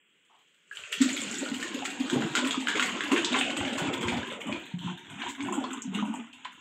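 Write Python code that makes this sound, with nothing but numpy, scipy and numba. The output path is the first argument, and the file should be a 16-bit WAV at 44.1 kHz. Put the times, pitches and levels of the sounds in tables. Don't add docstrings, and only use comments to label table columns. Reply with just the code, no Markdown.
import sys
import numpy as np
from scipy import signal
from scipy.fft import rfft, irfft
from scipy.io import wavfile
from scipy.ndimage import uniform_filter1d, map_coordinates
from numba import njit

SR = 44100
rng = np.random.default_rng(int(sys.argv[2]) if len(sys.argv) > 2 else 0)


def bounce(signal):
    frames = np.transpose(np.atleast_2d(signal))
    limited = np.clip(frames, -1, 1)
    pcm = np.round(limited * 32767).astype(np.int16)
    wavfile.write(sys.argv[1], SR, pcm)


N = 291357
T = np.arange(N) / SR

# (frequency [Hz], relative level [dB])
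ROOM_TONE = [(30, -40), (150, 5), (420, 3), (700, -14.5), (1500, -6), (3300, -1), (4600, -73), (7500, -12),
             (15000, -7)]
# (frequency [Hz], gain [dB])
MIC_RESPONSE = [(70, -16), (200, -6.5), (3600, 6), (4700, -2), (5900, -7), (7000, 4), (7900, 2.5),
                (9300, -21), (13000, -24.5), (15500, -18)]
# (frequency [Hz], width [Hz], gain [dB])
CAVITY_MODES = [(191.6, 4.8, -15), (268, 52, 6.5), (347, 13, -4.5), (430, 29, -4.5)]
# (frequency [Hz], width [Hz], gain [dB])
WALL_MODES = [(986, 134, 5), (1540, 140, -1), (2884, 1140, 5.5)]
# (pitch ratio, gain [dB])
PANEL_MODES = [(1, -5), (2.1, -15)]
# (time [s], relative level [dB])
POUR = [(0.66, -71), (0.76, -48.5), (0.89, -43), (1.1, -38), (1.89, -42), (3.28, -35), (4.05, -38),
        (4.48, -43.5), (4.58, -45.5), (4.74, -48.5)]
# (time [s], relative level [dB])
SLOSHES = [(0.91, -38.5), (1.004, -38.5), (2.358, -31), (2.675, -38), (2.751, -39.5), (3.111, -31.5),
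           (3.319, -30.5)]
# (time [s], length [s], churn [dB], splash [dB], heave [dB])
AIR_RUSHES = [(2.106, 0.043, -31.5, -61, -37), (2.2, 0.051, -34.5, -71, -27.5),
              (3.55, 0.18, -38.5, -60, -41), (3.751, 0.17, -36.5, -40, -32),
              (3.987, 0.19, -35.5, -43.5, -28), (4.449, 0.078, -35.5, -45.5, -36),
              (4.804, 0.1, -48.5, -44.5, -34), (5.075, 0.09, -51.5, -49.5, -40.5),
              (5.17, 0.13, -44.5, -40.5, -48), (5.372, 0.16, -38.5, -44.5, -42.5),
              (5.473, 0.092, -35, -45, -47), (5.537, 0.23, -40, -45.5, -56), (5.914, 0.086, -38, -40, -46),
              (6.04, 0.15, -42, -49, -55)]
# (time [s], gain on the splash [dB])
PLUNGE = [(0.8, -10), (1.45, -5.5), (2.6, -8), (4.55, 1), (4.8, -22)]
# (time [s], gain on the spray [dB])
RIM_SPATTER = [(.9, -9), (1.02, -3.5), (3.0, -4.5), (4.2, -4), (4.7, -40)]
# (time [s], relative level [dB], pitch [Hz], decay [s])
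RUBS = [(0.294, -55, 915, 0.051)]
# (time [s], level [dB])
SPURTS = [(1.842, -37.5), (3.776, -35.5), (5.282, -38.5)]
# (time [s], relative level [dB], pitch [Hz])
DROPS = [(1.1295, -21, 7000), (1.217, -21.5, 7270), (1.3124, -22, 6740), (1.342, -21, 5800),
         (1.384, -22, 7050), (5.426, -32, 6300), (5.525, -22.5, 7220), (5.552, -27, 7440),
         (5.6396, -32.5, 3320), (5.7316, -26, 7260), (5.8197, -23.5, 6670), (6.139, -29, 8150),
         (6.3287, -44, 3130)]
# (time [s], relative level [dB], pitch [Hz])
PLOPS = [(0.7123, -28, 1625), (1.46, -26.5, 1420), (1.822, -24, 770), (2.544, -20.5, 1180),
         (3.117, -17.5, 1004), (4.231, -26.5, 1570), (5.235, -27, 760), (5.264, -23, 958),
         (5.485, -22.5, 974), (5.524, -20.5, 1005), (5.578, -23.5, 816), (5.641, -21, 1022),
         (5.736, -29, 1004), (5.989, -28, 1200), (6.025, -21, 930), (6.139, -25, 910), (6.453, -24.5, 984)]
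# (time [s], level [dB], pitch [Hz], spray against the slap [dB])
SLAPS = [(1.852, -33, 1980, -2.5), (3.161, -26.5, 1990, -22), (3.246, -25, 5050, -5),
         (3.342, -22.5, 1565, -28), (3.603, -32.5, 1800, -26), (4.082, -31, 2420, -6),
         (5.216, -35.5, 2560, -32), (6.448, -38, 2300, -13)]
# (time [s], relative level [dB], pitch [Hz], relative spray level [dB])
SNAPS = [(0.771, -29.5, 3050, -42), (0.837, -31, 2640, -43), (0.927, -24.5, 2730, -36),
         (1.016, -24, 1850, -6.5), (1.176, -27.5, 3340, -15), (1.6269, -21, 1760, -19),
         (1.824, -28.5, 2730, -39), (2.0988, -21, 1510, -18), (2.221, -21, 1490, -45),
         (2.352, -12.5, 1450, -18.5), (2.5083, -19, 3310, -18), (2.6713, -14.5, 1527, -40),
         (2.684, -15.5, 1660, -23.5), (2.755, -18, 2220, -24.5), (2.7959, -13.5, 1437, -24),
         (2.8252, -15, 2070, -18.5), (3.007, -18.5, 1640, -26.5), (3.4118, -17, 2520, -47),
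         (3.6506, -23, 2120, -45), (4.5258, -22, 2370, -31), (5.406, -26.5, 2240, -29)]
# (time [s], level [dB], pitch [Hz])
GLUGS = [(1.419, -30.5, 412), (1.755, -38.5, 505), (2.14, -27, 403), (2.155, -36, 650), (2.42, -38, 437),
         (2.745, -36, 550), (3.13, -34.5, 560), (3.33, -43, 472), (4.12, -36.5, 690), (4.87, -41, 1050),
         (5.52, -43, 578), (5.605, -39.5, 550), (6.02, -44, 625)]
# (time [s], relative level [dB], pitch [Hz], time to fall 60 dB [s])
GULPS = [(1.005, -15, 257.3, 0.13), (1.41, -31, 271.5, 0.091), (1.514, -26.5, 234, 0.098),
         (1.744, -28.5, 259, 0.049), (2.002, -22.5, 261, 0.069), (2.129, -19.5, 245, 0.057),
         (2.161, -22, 249, 0.056), (2.16, -21, 140, 0.086), (2.376, -30, 241.5, 0.12),
         (2.437, -23.5, 265, 0.086), (2.576, -22.5, 256, 0.055), (3.115, -19, 264, 0.065),
         (3.128, -16, 333, 0.063), (3.318, -24.5, 241, .12), (3.605, -25, 87, 0.1), (4.739, -20, 167, 0.12),
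         (4.844, -25.5, 173.5, 0.092), (4.884, -27, 177, 0.089), (5.393, -33, 281, 0.12),
         (5.576, -20.5, 269, 0.096), (5.85, -31.5, 243, 0.22), (5.876, -25, 188, 0.25),
         (5.951, -26, 190, .07), (5.981, -26, 213.6, 0.23), (6.02, -23.5, 213.5, 0.3),
         (6.096, -28, 220, 0.26), (6.175, -34, 233, 0.21)]

LANDING_S, SEATED_S = 0.98, 4.24
SHIFTS_PER_S = 7


def undb(db):
    return 10 ** (np.asarray(db) / 20)


def unit(x):
    return x / np.sqrt(np.mean(x ** 2))


def gain_curve(table):
    times, db = np.transpose(table)
    return undb(np.interp(T, times, db))


def ramp(start_s, length_s):
    return np.clip((T - start_s) / length_s, 0, 1)


def since(s):
    return np.maximum(T - s, 0)


def wander(per_s):
    points = rng.standard_normal(int(per_s * N / SR) + 2)
    return np.interp(T * per_s, np.arange(len(points)), points)


def add(out, s, x):
    i = max(int(s * SR), 0)
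    out[i:i + len(x)] += x[:max(N - i, 0)]


def colour(x, outline):
    hz, db = np.transpose(outline)
    size = 4096
    bin_hz = np.arange(size // 2 + 1) * SR / size
    magnitude = undb(np.interp(np.log(bin_hz + 1), np.log(hz), db))
    cepstrum = irfft(np.log(magnitude))
    cepstrum[1:size // 2] *= 2
    cepstrum[size // 2 + 1:] = 0
    impulse = irfft(np.exp(rfft(cepstrum)))
    return signal.fftconvolve(x, impulse)[:len(x)]


def band(x, lo_hz, hi_hz, order=2):
    sos = signal.butter(order, [lo_hz, min(hi_hz, .45 * SR)], "band", fs=SR, output="sos")
    return signal.sosfilt(sos, x)


def resonate(x, modes):
    return sum(undb(db) * signal.lfilter(*signal.iirpeak(hz, hz / width, fs=SR), x)
               for hz, width, db in modes)


def ping(hz, t60, rise_s, glide):
    t = T[:int(1.2 * t60 * SR) + 2]
    shape = (1 - np.exp(-(t / rise_s) ** 2)) * np.exp(-np.log(1000) * t / t60)
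    return shape / shape.max() * np.sin(2 * np.pi * hz * t * (1 + glide * t / t60 / 2))


@njit
def ring_bubbles(start, hz, cycles, size, glide, n):
    out = np.zeros(n)
    for k in range(len(start)):
        length = int(cycles[k] * SR / hz[k]) + 1
        step = 2 * np.pi * hz[k] / SR
        phasor = size[k] + 0j
        turn, bend = np.exp(1j * step - 6.9 / length), np.exp(1j * step * glide / length)
        closed, opening = 1., np.exp(-step / 9)
        for i in range(start[k], min(start[k] + length, n)):
            out[i] += phasor.imag * (1 - closed) ** 2
            closed *= opening
            phasor *= turn
            turn *= bend
    return out


def swarm(per_s, lo_hz, hi_hz, cycles, spread_db, glide):
    when, pitch, life, loud = rng.random((int(per_s * N / SR), 4)).T
    hz = lo_hz * (hi_hz / lo_hz) ** pitch
    size = undb(-spread_db * np.log(1 - .99 * loud))
    return ring_bubbles((when * N).astype(np.int64), hz, cycles * (.5 + life), size, float(glide), N)


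def cluster(hz, spread, cycles, count):
    when, pitch = rng.random((count, 2)).T
    n = SR // 4
    start = ((np.arange(count) + when - 1).clip(0) * n / count).astype(np.int64)
    pitches = hz * spread ** (2 * pitch - 1)
    return unit(ring_bubbles(start, pitches, np.full(count, float(cycles)), np.ones(count), .1, n))


def steady(x, span_s=0.062):
    power = signal.fftconvolve(x ** 2, np.hanning(int(2 * span_s * SR)), "same") / (span_s * SR)
    return x / np.sqrt(np.abs(power) + np.mean(x ** 2) / 1000)


def kitchen(x, wet_db, t60):
    t = T[:SR // 3]
    noise = rng.standard_normal((3, len(t)))
    decay = np.exp(-np.log(1000) * t / t60)
    tails = band(noise, 91, 6240) * decay + band(noise, 3450, 14700) * decay ** 2
    tails *= 1 - np.exp(-(t / 0.003) ** 2)
    tails /= np.linalg.norm(tails, axis=1, keepdims=True)
    echoes = signal.fftconvolve(x[None], tails, axes=1)[:, :N]
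    shares = np.array([wander(SHIFTS_PER_S) for _ in tails])
    return x + undb(wet_db) * np.sum(shares * echoes, axis=0) / np.linalg.norm(shares, axis=0)


def shifting_walls(x):
    read_position = np.cumsum(1 + 0.09 * wander(SHIFTS_PER_S))
    return map_coordinates(x + resonate(x, WALL_MODES), [read_position], order=1, mode="mirror")


def pour_strength():
    seated_db = 2 * ramp(SEATED_S, 0.085) - 3 * since(SEATED_S)
    hold_db = -2.5 * sum(np.exp(-((T - s) / 0.059 + 1) ** 2) for s, _ in SLOSHES)
    return ramp(0, 0.38) * gain_curve(POUR) * undb(seated_db + hold_db)


def water_motion():
    pour = pour_strength()
    slosh = sum(undb(db) * (1 - np.exp(-since(s) / 0.0063)) * np.exp(-since(s) / 0.11)
                for s, db in SLOSHES)
    pour_churn = undb(-3.5 - 6.5 * ramp(SEATED_S, 0.1)) * pour
    churn = ramp(LANDING_S, 0.065) * np.hypot(pour_churn, undb(-5) * slosh)
    heave = undb(-11) * pour
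    splash = np.hypot(undb(-2.5) * pour, slosh)
    for s, length, churn_db, splash_db, heave_db in AIR_RUSHES:
        swell = ramp(s, 0.037) * np.exp(-since(s + length) / 0.049)
        churn = np.hypot(churn, undb(churn_db) * swell)
        splash = np.hypot(splash, undb(splash_db) * swell)
        heave = np.hypot(heave, undb(heave_db) * swell)
    shallow = 1 - ramp(LANDING_S, 1.02)
    bubbling = np.sqrt(churn * splash) * undb(-3 - 11.5 * shallow)
    covered = ramp(LANDING_S, 3.54)
    spray = splash * undb(-2 - 8.5 * covered)
    return churn, heave, bubbling, splash, spray


def landing_lumps(per_s, fade_s, floor):
    when, size = rng.random((int(per_s * N / SR), 2)).T
    hits = np.zeros(N)
    hits[(when * N).astype(int)] = size ** 2
    fading = signal.lfilter([1], [1, -np.exp(-1 / (fade_s * SR))], hits)
    return floor + uniform_filter1d(fading, size=300)


def room_tone():
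    return undb(-67) * unit(colour(rng.standard_normal(N), ROOM_TONE))


def scuff():
    out, t = np.zeros(N), T[:SR // 3]
    for s, db, hz, decay_s in RUBS:
        rub = unit(band(rng.standard_normal(len(t)), .75 * hz, 1.3 * hz, order=3))
        add(out, s, undb(db) * rub * (1 - np.exp(-t / 0.0086)) * np.exp(-t / decay_s))
    return out * undb(2.4 * wander(60.5))


def spurts(swell_s=0.015):
    out, t = np.zeros(N), T[:SR // 4]
    for s, db in SPURTS:
        hiss = unit(band(rng.standard_normal(len(t)), 5900, 16700))
        add(out, s, undb(db) * hiss * t / swell_s * np.exp(1 - t / swell_s))
    return out


def drops(spray):
    out, t = np.zeros(N), T[:SR // 20]
    for s, db, hz in DROPS:
        tick = unit(band(rng.standard_normal(len(t)), hz, 2 * hz, order=3)) * np.exp(-t / .006)
        add(out, s, undb(db - 13) * tick)
        add(out, s, undb(db - 8) * ping(hz, t60=65 / hz, rise_s=.0005, glide=.07))
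        for late, pitch in rng.random((5, 2)):
            splinter = ping(hz * 1.35 ** (2 * pitch - .7), t60=60 / hz, rise_s=.0004, glide=.07)
            add(out, s + late * 0.02, undb(db - 13) * splinter)
    drips = swarm(per_s=32, lo_hz=6340, hi_hz=9000, cycles=60, spread_db=2.5, glide=.07)
    return kitchen(out + undb(-18) * spray * drips, wet_db=-5, t60=0.22)


def plops():
    out = np.zeros(N)
    for s, db, hz in PLOPS:
        add(out, s, undb(db - 5.5) * ping(hz, t60=0.031, rise_s=0.00079, glide=0.13))
    return kitchen(out, wet_db=-5, t60=0.18)


def slaps():
    out, t = np.zeros(N), T[:SR // 4]
    for s, db, hz, spray_db in SLAPS:
        burst = cluster(hz, spread=1.664, cycles=11.6, count=500)
        spray = unit(band(rng.standard_normal(len(t)), 3800, 8800))
        add(out, s, undb(db) * (burst + undb(spray_db) * spray) * np.exp(-t / 0.0088))
    return kitchen(out, wet_db=-4, t60=0.26)


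def wall_snaps():
    out, t = np.zeros(N), T[:SR // 8]
    for s, db, hz, spray_db in SNAPS:
        crack, spray = rng.standard_normal((2, len(t)))
        crack = unit(band(crack, 1080, 3640, order=3)) * np.exp(-t / 0.0026)
        spray = unit(band(spray, 4400, 13900)) * np.exp(-t / 0.014)
        for ratio, mode_db in PANEL_MODES:
            if ratio * hz < 4200:
                add(out, s, undb(db + mode_db) * ping(ratio * hz, t60=.014, rise_s=.0003, glide=.05))
        add(out, s, undb(db) * (undb(-11.5) * crack + undb(spray_db + 5) * spray))
    return kitchen(out, wet_db=-1.5, t60=0.33)


def stream(bubbling, splash, spray):
    lumps = landing_lumps(per_s=24, fade_s=0.01, floor=0.12)
    large = swarm(per_s=100, lo_hz=370, hi_hz=602, cycles=10, spread_db=5.5, glide=.044)
    middle = swarm(per_s=210, lo_hz=594, hi_hz=1277, cycles=18.7, spread_db=5.5, glide=.25)
    small = swarm(per_s=1150, lo_hz=1250, hi_hz=3700, cycles=17, spread_db=3.4, glide=.1)
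    small = lumps * shifting_walls(small)
    rim = lumps * swarm(per_s=2000, lo_hz=3880, hi_hz=6310, cycles=10, spread_db=4, glide=.02)
    fine = lumps * swarm(per_s=750, lo_hz=5800, hi_hz=9000, cycles=24, spread_db=4.8, glide=.05)
    mist = lumps ** 2 * swarm(per_s=900, lo_hz=8450, hi_hz=14500, cycles=20, spread_db=4, glide=.03)
    large = steady(kitchen(large, wet_db=-1, t60=0.19))
    middle = steady(kitchen(shifting_walls(middle), wet_db=-2.5, t60=0.26))
    small = steady(kitchen(small, wet_db=-1.5, t60=0.38), span_s=0.066)
    rim = steady(kitchen(rim, wet_db=-7, t60=0.15))
    fine = steady(kitchen(fine, wet_db=-0.5, t60=0.63))
    mist = steady(kitchen(mist, wet_db=2, t60=0.35), span_s=0.15)
    jet = gain_curve(PLUNGE) * splash * large + gain_curve(RIM_SPATTER) * spray * rim
    shut_in = undb(-1.5 * ramp(SEATED_S, 0.36))
    fizz = shut_in * (bubbling * middle + undb(-2.5) * splash * small)
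    return jet + fizz + spray * (undb(-3.5) * fine + undb(5) * mist)


def glugs():
    out, t = np.zeros(N), T[:SR // 4]
    swell = (1 - np.exp(-t / .008)) * np.exp(-t / .026)
    for s, db, hz in GLUGS:
        add(out, s, undb(db) * swell / swell.max() * cluster(hz, spread=1.45, cycles=29, count=30))
    return kitchen(out, wet_db=-8.5, t60=0.21)


def gurgle(churn, heave):
    pockets = swarm(per_s=90, lo_hz=178.8, hi_hz=413, cycles=16, spread_db=1.5, glide=0.15)
    hollow = steady(kitchen(resonate(pockets, CAVITY_MODES), wet_db=-4, t60=0.38), span_s=0.066)
    muffled = ramp(6.2, 0.074)
    hollow = (1 - muffled) * hollow + muffled * band(hollow, 120, 321, order=3)
    thuds = swarm(per_s=70, lo_hz=67.4, hi_hz=176, cycles=4.6, spread_db=-1, glide=0.034)
    rumble = steady(band(thuds, 235, 360, order=1), span_s=0.17)
    return undb(6.5) * churn * hollow + heave * rumble


def gulps():
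    tones, wobbling = np.zeros(N), np.zeros(N)
    for s, db, hz, t60 in GULPS:
        tone = undb(db) * ping(hz, t60=t60, rise_s=0.0051, glide=0.052)
        wobble_onset = np.minimum(T[:len(tone)] / .03, 1)
        add(tones, s - .002, tone)
        add(wobbling, s - .002, tone * wobble_onset)
    tones += .45 * wander(per_s=130) * wobbling
    cavity = undb(-5) * resonate(tones, CAVITY_MODES)
    return undb(2) * kitchen(tones + cavity, wet_db=-6, t60=0.33)


def scene():
    churn, heave, bubbling, splash, spray = water_motion()
    background = room_tone()
    rising_air = gurgle(churn, heave) + gulps() + glugs()
    splashing = slaps() + stream(bubbling, splash, spray) + spurts() + drops(spray) + plops()
    jar = wall_snaps() + scuff()
    return (background + rising_air + splashing + jar)[None]


def record(dry):
    top_cut = signal.ellip(10, .2, 80, 15600, fs=SR, output="sos")
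    return signal.sosfilt(top_cut, colour(dry[0], MIC_RESPONSE))[None]


dry = scene()
out = record(dry)
bounce(out)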